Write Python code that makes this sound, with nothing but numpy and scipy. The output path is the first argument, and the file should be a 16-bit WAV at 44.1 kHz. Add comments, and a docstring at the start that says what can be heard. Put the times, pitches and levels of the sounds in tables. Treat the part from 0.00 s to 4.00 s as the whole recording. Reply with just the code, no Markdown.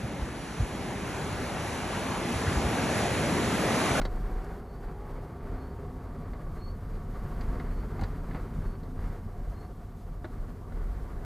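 """Surf rushes through a sea cave, louder and brighter as the opening comes nearer.
The rock smears the breakers into bands of noise: a rumble, a hollow boom, a wash, a hiss of foam.
Small bubbles ring and one air pocket gurgles; both echo off the walls.
A few soft low bumps shake the carried microphone, whose left port hears the sea first."""
import sys
import numpy as np
from scipy import signal
from scipy.fft import rfft, irfft, next_fast_len
from scipy.io import wavfile
from scipy.ndimage import map_coordinates

SR = 44100
rng = np.random.default_rng(int(sys.argv[2]) if len(sys.argv) > 2 else 0)


def generate_wav(signal):
    """Clip the signal to [-1, 1] and save it as 16-bit WAV at the path in sys.argv[1]."""
    frames = np.transpose(np.atleast_2d(signal))
    scaled = np.clip(frames, -1, 1) * 32767
    pcm = np.round(scaled).astype(np.int16)
    wavfile.write(sys.argv[1], SR, pcm)


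N = 176400

RUMBLE_FROM_HZ, BOOM_FROM_HZ, WASH_FROM_HZ, FOAM_FROM_HZ, TOP_HZ = 67, 124.6, 402, 2830, 12600
# breakers' wash: time_s, level_db
WASH_LEVEL = [(0, -42), (0.55, -42), (0.9, -39.0), (1.35, -37.5), (1.9, -35.5), (2.25, -35), (2.6, -33.5),
              (2.92, -31), (3.25, -31), (3.45, -31.5), (3.75, -29.5), (4, -28.5)]


def amp(db):
    """Decibels to gain."""
    return 10 ** (np.asarray(db) / 20)


def unit(x):
    """x at rms 1."""
    return x / np.sqrt(np.mean(x ** 2) + 1e-20)


def along(points, hz):
    """(freq_hz, value) points, read on a log frequency axis."""
    freq_hz, value = np.transpose(points)
    return np.interp(np.log(hz + 1), np.log(freq_hz + 1), value)


def curve(points):
    """(time_s, value) points joined to one value per sample."""
    return np.interp(np.arange(N) / SR, *np.transpose(points))


def wobble(knots_per_s):
    """Smooth random curve."""
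    return map_coordinates(rng.standard_normal(1024), [np.arange(N) * knots_per_s / SR], mode="wrap")


def filtered(x, response):
    """x through the complex frequency response(hz)."""
    size = next_fast_len(N + SR // 2)
    return irfft(rfft(x, size) * response(np.fft.rfftfreq(size, 1 / SR)), size)[..., :N]


def to_stereo(pair):
    """Two unrelated signals to left and right: partly alike, the left ahead in phase."""
    # how alike left and right sound at each frequency: freq_hz, coherence
    alike = [(80, 0.89), (230, 1), (650, 0.86), (1200, 0.84), (1800, 1), (2700, 0.82), (4700, 0.73),
             (6000, 0.92), (7500, 0.83), (9000, 1), (10900, 0.79), (11900, 0.9)]
    # left ahead of right: freq_hz, phase_rad
    lead = [(1900, 0), (2600, .75), (4000, .85), (4500, 1.6), (4900, 3.2), (5300, 5), (5800, 6.2),
            (6200, 6.4), (8000, 8.5), (9900, 10.1), (11200, 11.3), (11800, 12.5)]
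    # left over right: freq_hz, gain_db
    balance = [(330, 0), (650, 0.9), (1150, 1), (2100, -0.5), (3700, -0.1), (6500, -0.5)]
    mix_rad = lambda hz: np.arccos(np.clip(along(alike, hz), 0, .99)) / 2
    mid, side = filtered(pair, lambda hz: np.array([np.cos(mix_rad(hz)), np.sin(mix_rad(hz))]))
    split = lambda points, hz: np.outer([.5, -.5], along(points, hz))
    placement = lambda hz: np.exp(1j * split(lead, hz)) * amp(split(balance, hz))
    return filtered(np.array([mid + side, mid - side]), placement)


def rush(low_hz, high_hz, patchy_db):
    """One stereo band of surf noise, rms 1, with patches of random gain in time and frequency."""
    # surf spectrum through the cave: freq_hz, relative_density_db
    spectrum = [(20, -20), (35, -8), (55, -2), (110, -1.6), (220, -1.6), (310, -3.6), (480, -7.0),
                (780, -8), (1200, -12.5), (2200, -16), (3400, -22), (5000, -25.5), (7000, -26),
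                (9500, -27.5), (10600, -22), (11500, -30.5), (12400, -47)]
    noise = signal.stft(rng.standard_normal((2, N)), nperseg=1024)[2]
    patch = np.outer(np.hanning(13), np.hanning(17))
    patches = unit(signal.fftconvolve(rng.standard_normal(noise.shape[1:]), patch, "same"))
    pair = signal.istft(noise * amp(patchy_db * patches), nperseg=1024)[1][:, :N]
    below = lambda hz, edge_hz: 1 / (1 + (hz / edge_hz) ** 8)
    band = lambda hz: amp(along(spectrum, hz)) * np.sqrt(below(hz, high_hz) * (1 - below(hz, low_hz)))
    return unit(to_stereo(filtered(pair, band)))


def cave(x, t60_s=0.95):
    """Two unrelated echoes of x from the rock walls."""
    t = np.arange(SR) / SR
    tail = rng.standard_normal((2, SR)) * amp(-60 * t / t60_s)
    return signal.fftconvolve(x[None], tail / np.linalg.norm(tail[0]), axes=1)[:, :N]


def bumps(rise_s=0.009, sag_per_s=6.4, puff_hz=110, puff_octaves=0.45, trim_db=-0.5):
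    """Microphone bumps: a cycle or two of a low swing that sags in pitch, with a dull puff."""
    # bumps before trim: peak_s, swing_db, pitch_hz, fall_s, puff_db
    knocks = [(0.048, -30, 77.4, 0.0097, -28.5), (0.231, -20, 57, 0.011, -48),
              (0.608, -17.5, 92, 0.0081, -33), (0.627, -18, 57, 0.019, -32), (2.363, -28, 85, 0.014, -45),
              (2.482, -17.5, 88.6, 0.012, -30), (2.575, -17, 65, 0.016, -34), (2.654, -23, 68, 0.03, -35)]
    puff_band = lambda hz: np.exp(-(np.log2((hz + 1) / puff_hz) / puff_octaves) ** 2 / 2)
    puff = unit(filtered(rng.standard_normal(N), puff_band))
    out = np.zeros(N)
    for peak_s, swing_db, pitch_hz, fall_s, puff_db in knocks:
        t = np.arange(N) / SR - peak_s
        swell = np.exp(-(t / np.where(t < 0, rise_s, fall_s)) ** 2)
        cycles = pitch_hz * t * (1 - sag_per_s * t / 2)
        out += swell * (amp(swing_db) * np.cos(2 * np.pi * cycles) + amp(puff_db) * puff)
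    return amp(trim_db) * out


def gurgle(peak_s=3.245, half_length_s=0.036, pitch_hz=570, rise_hz_per_s=620, jitter_hz=24):
    """A pocket of air trapped by the water rings unsteadily, rising in pitch as it closes."""
    t = np.arange(N) / SR - peak_s
    hz = pitch_hz + rise_hz_per_s * t + jitter_hz * wobble(90)
    swell = amp(-31.5 + 2.4 * wobble(70)) * np.exp(-(t / half_length_s) ** 2)
    ring = swell * np.sin(2 * np.pi * np.cumsum(hz) / SR)
    return ring + amp(-16) * cave(ring)


def bubbles(rate_per_s=500, median_hz=2620, spread=.7, decay_cycles=7.1, over_wash_db=-16):
    """Small bubbles ring briefly, the larger ones lower and louder, and echo in the cave."""
    draws = np.clip(rng.random((int(rate_per_s * N / SR), 4)), 1e-3, 1 - 1e-3)
    start_draw, pitch_draw, strength_draw, _ = draws.T[:, :, None]
    hz = np.clip(median_hz * (pitch_draw / (1 - pitch_draw)) ** (spread / 2), 400, TOP_HZ)
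    strength = -np.log(strength_draw) * np.sqrt(median_hz / hz)
    age_samples = np.arange(SR // 50)
    cycles = hz * age_samples / SR
    rings = strength * np.sin(2 * np.pi * cycles) * np.exp(-cycles / decay_cycles)
    positions = (start_draw * N).astype(int) + age_samples
    pops = np.bincount(positions.ravel(), rings.ravel(), N)[:N]
    in_cave = np.outer([1, 0], pops) + amp(-1) * cave(pops)  # direct sound in the mid only
    return amp(curve(WASH_LEVEL) + over_wash_db) * unit(to_stereo(in_cave))


def foam():
    """Foam hisses over the shallows."""
    # hiss: time_s, level_db
    foam_level = [(0, -51), (0.25, -50.5), (0.5, -48), (0.8, -47.5), (1.05, -47.0), (1.3, -45), (1.55, -45),
                  (1.75, -43.5), (2.15, -43.5), (2.4, -41), (2.7, -41), (2.98, -37.5), (3.2, -38.5),
                  (3.5, -39), (3.8, -36), (4, -35.5)]
    return amp(curve(foam_level) + 0.32 * wobble(13)) * rush(FOAM_FROM_HZ, TOP_HZ, patchy_db=0.88)


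def boom(rumble_trim_db=-1.86, sub_db=-44):
    """The cave's hollow roar, the rumble under it, and a near-steady deepest bass from handling the microphone."""
    # hollow roar: time_s, level_db
    roar_level = [(0, -39.5), (0.45, -40.5), (0.95, -38), (1.35, -36.5), (1.6, -39), (2.0, -36.5),
                  (2.2, -33.5), (2.33, -35.5), (2.5, -33), (2.9, -30), (3.09, -34.5), (3.3, -29.5),
                  (3.6, -29.5), (4, -31)]
    # rumble before trim: time_s, level_db
    rumble_level = [(0, -46), (0.3, -43), (0.48, -55), (0.8, -41), (1.3, -37), (1.7, -40.5), (2.1, -38.5),
                    (2.7, -39), (3.1, -32.5), (3.6, -37), (4, -36.5)]
    roar_db = curve(roar_level) + 0.43 * wobble(7.32)
    roar = amp(roar_db) * rush(BOOM_FROM_HZ, WASH_FROM_HZ, patchy_db=0.53)
    rumble_db = curve(rumble_level) + rumble_trim_db + 0.28 * wobble(7.2)
    rumble = amp(rumble_db) * rush(RUMBLE_FROM_HZ, BOOM_FROM_HZ, patchy_db=1.0)
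    sub = amp(sub_db + 0.33 * wobble(4.8)) * rush(22, RUMBLE_FROM_HZ, patchy_db=0.8)
    return roar + rumble + sub


def wash():
    """Breaking water tumbles in through the opening."""
    level_db = curve(WASH_LEVEL) + 0.28 * wobble(7.99)
    return amp(level_db) * rush(WASH_FROM_HZ, FOAM_FROM_HZ, patchy_db=1.05)


def scene():
    """Surf in the cave, bumps on the microphone."""
    return boom() + wash() + foam() + bubbles() + bumps() + gurgle()


def record(dry, low_cut_hz=40):
    """The recorder sheds the deepest bass and keeps nothing above its band limit."""
    return filtered(dry, lambda hz: (hz < TOP_HZ) * (1 - np.exp(-(hz / low_cut_hz) ** 2)))


dry = scene()
out = record(dry)
generate_wav(out)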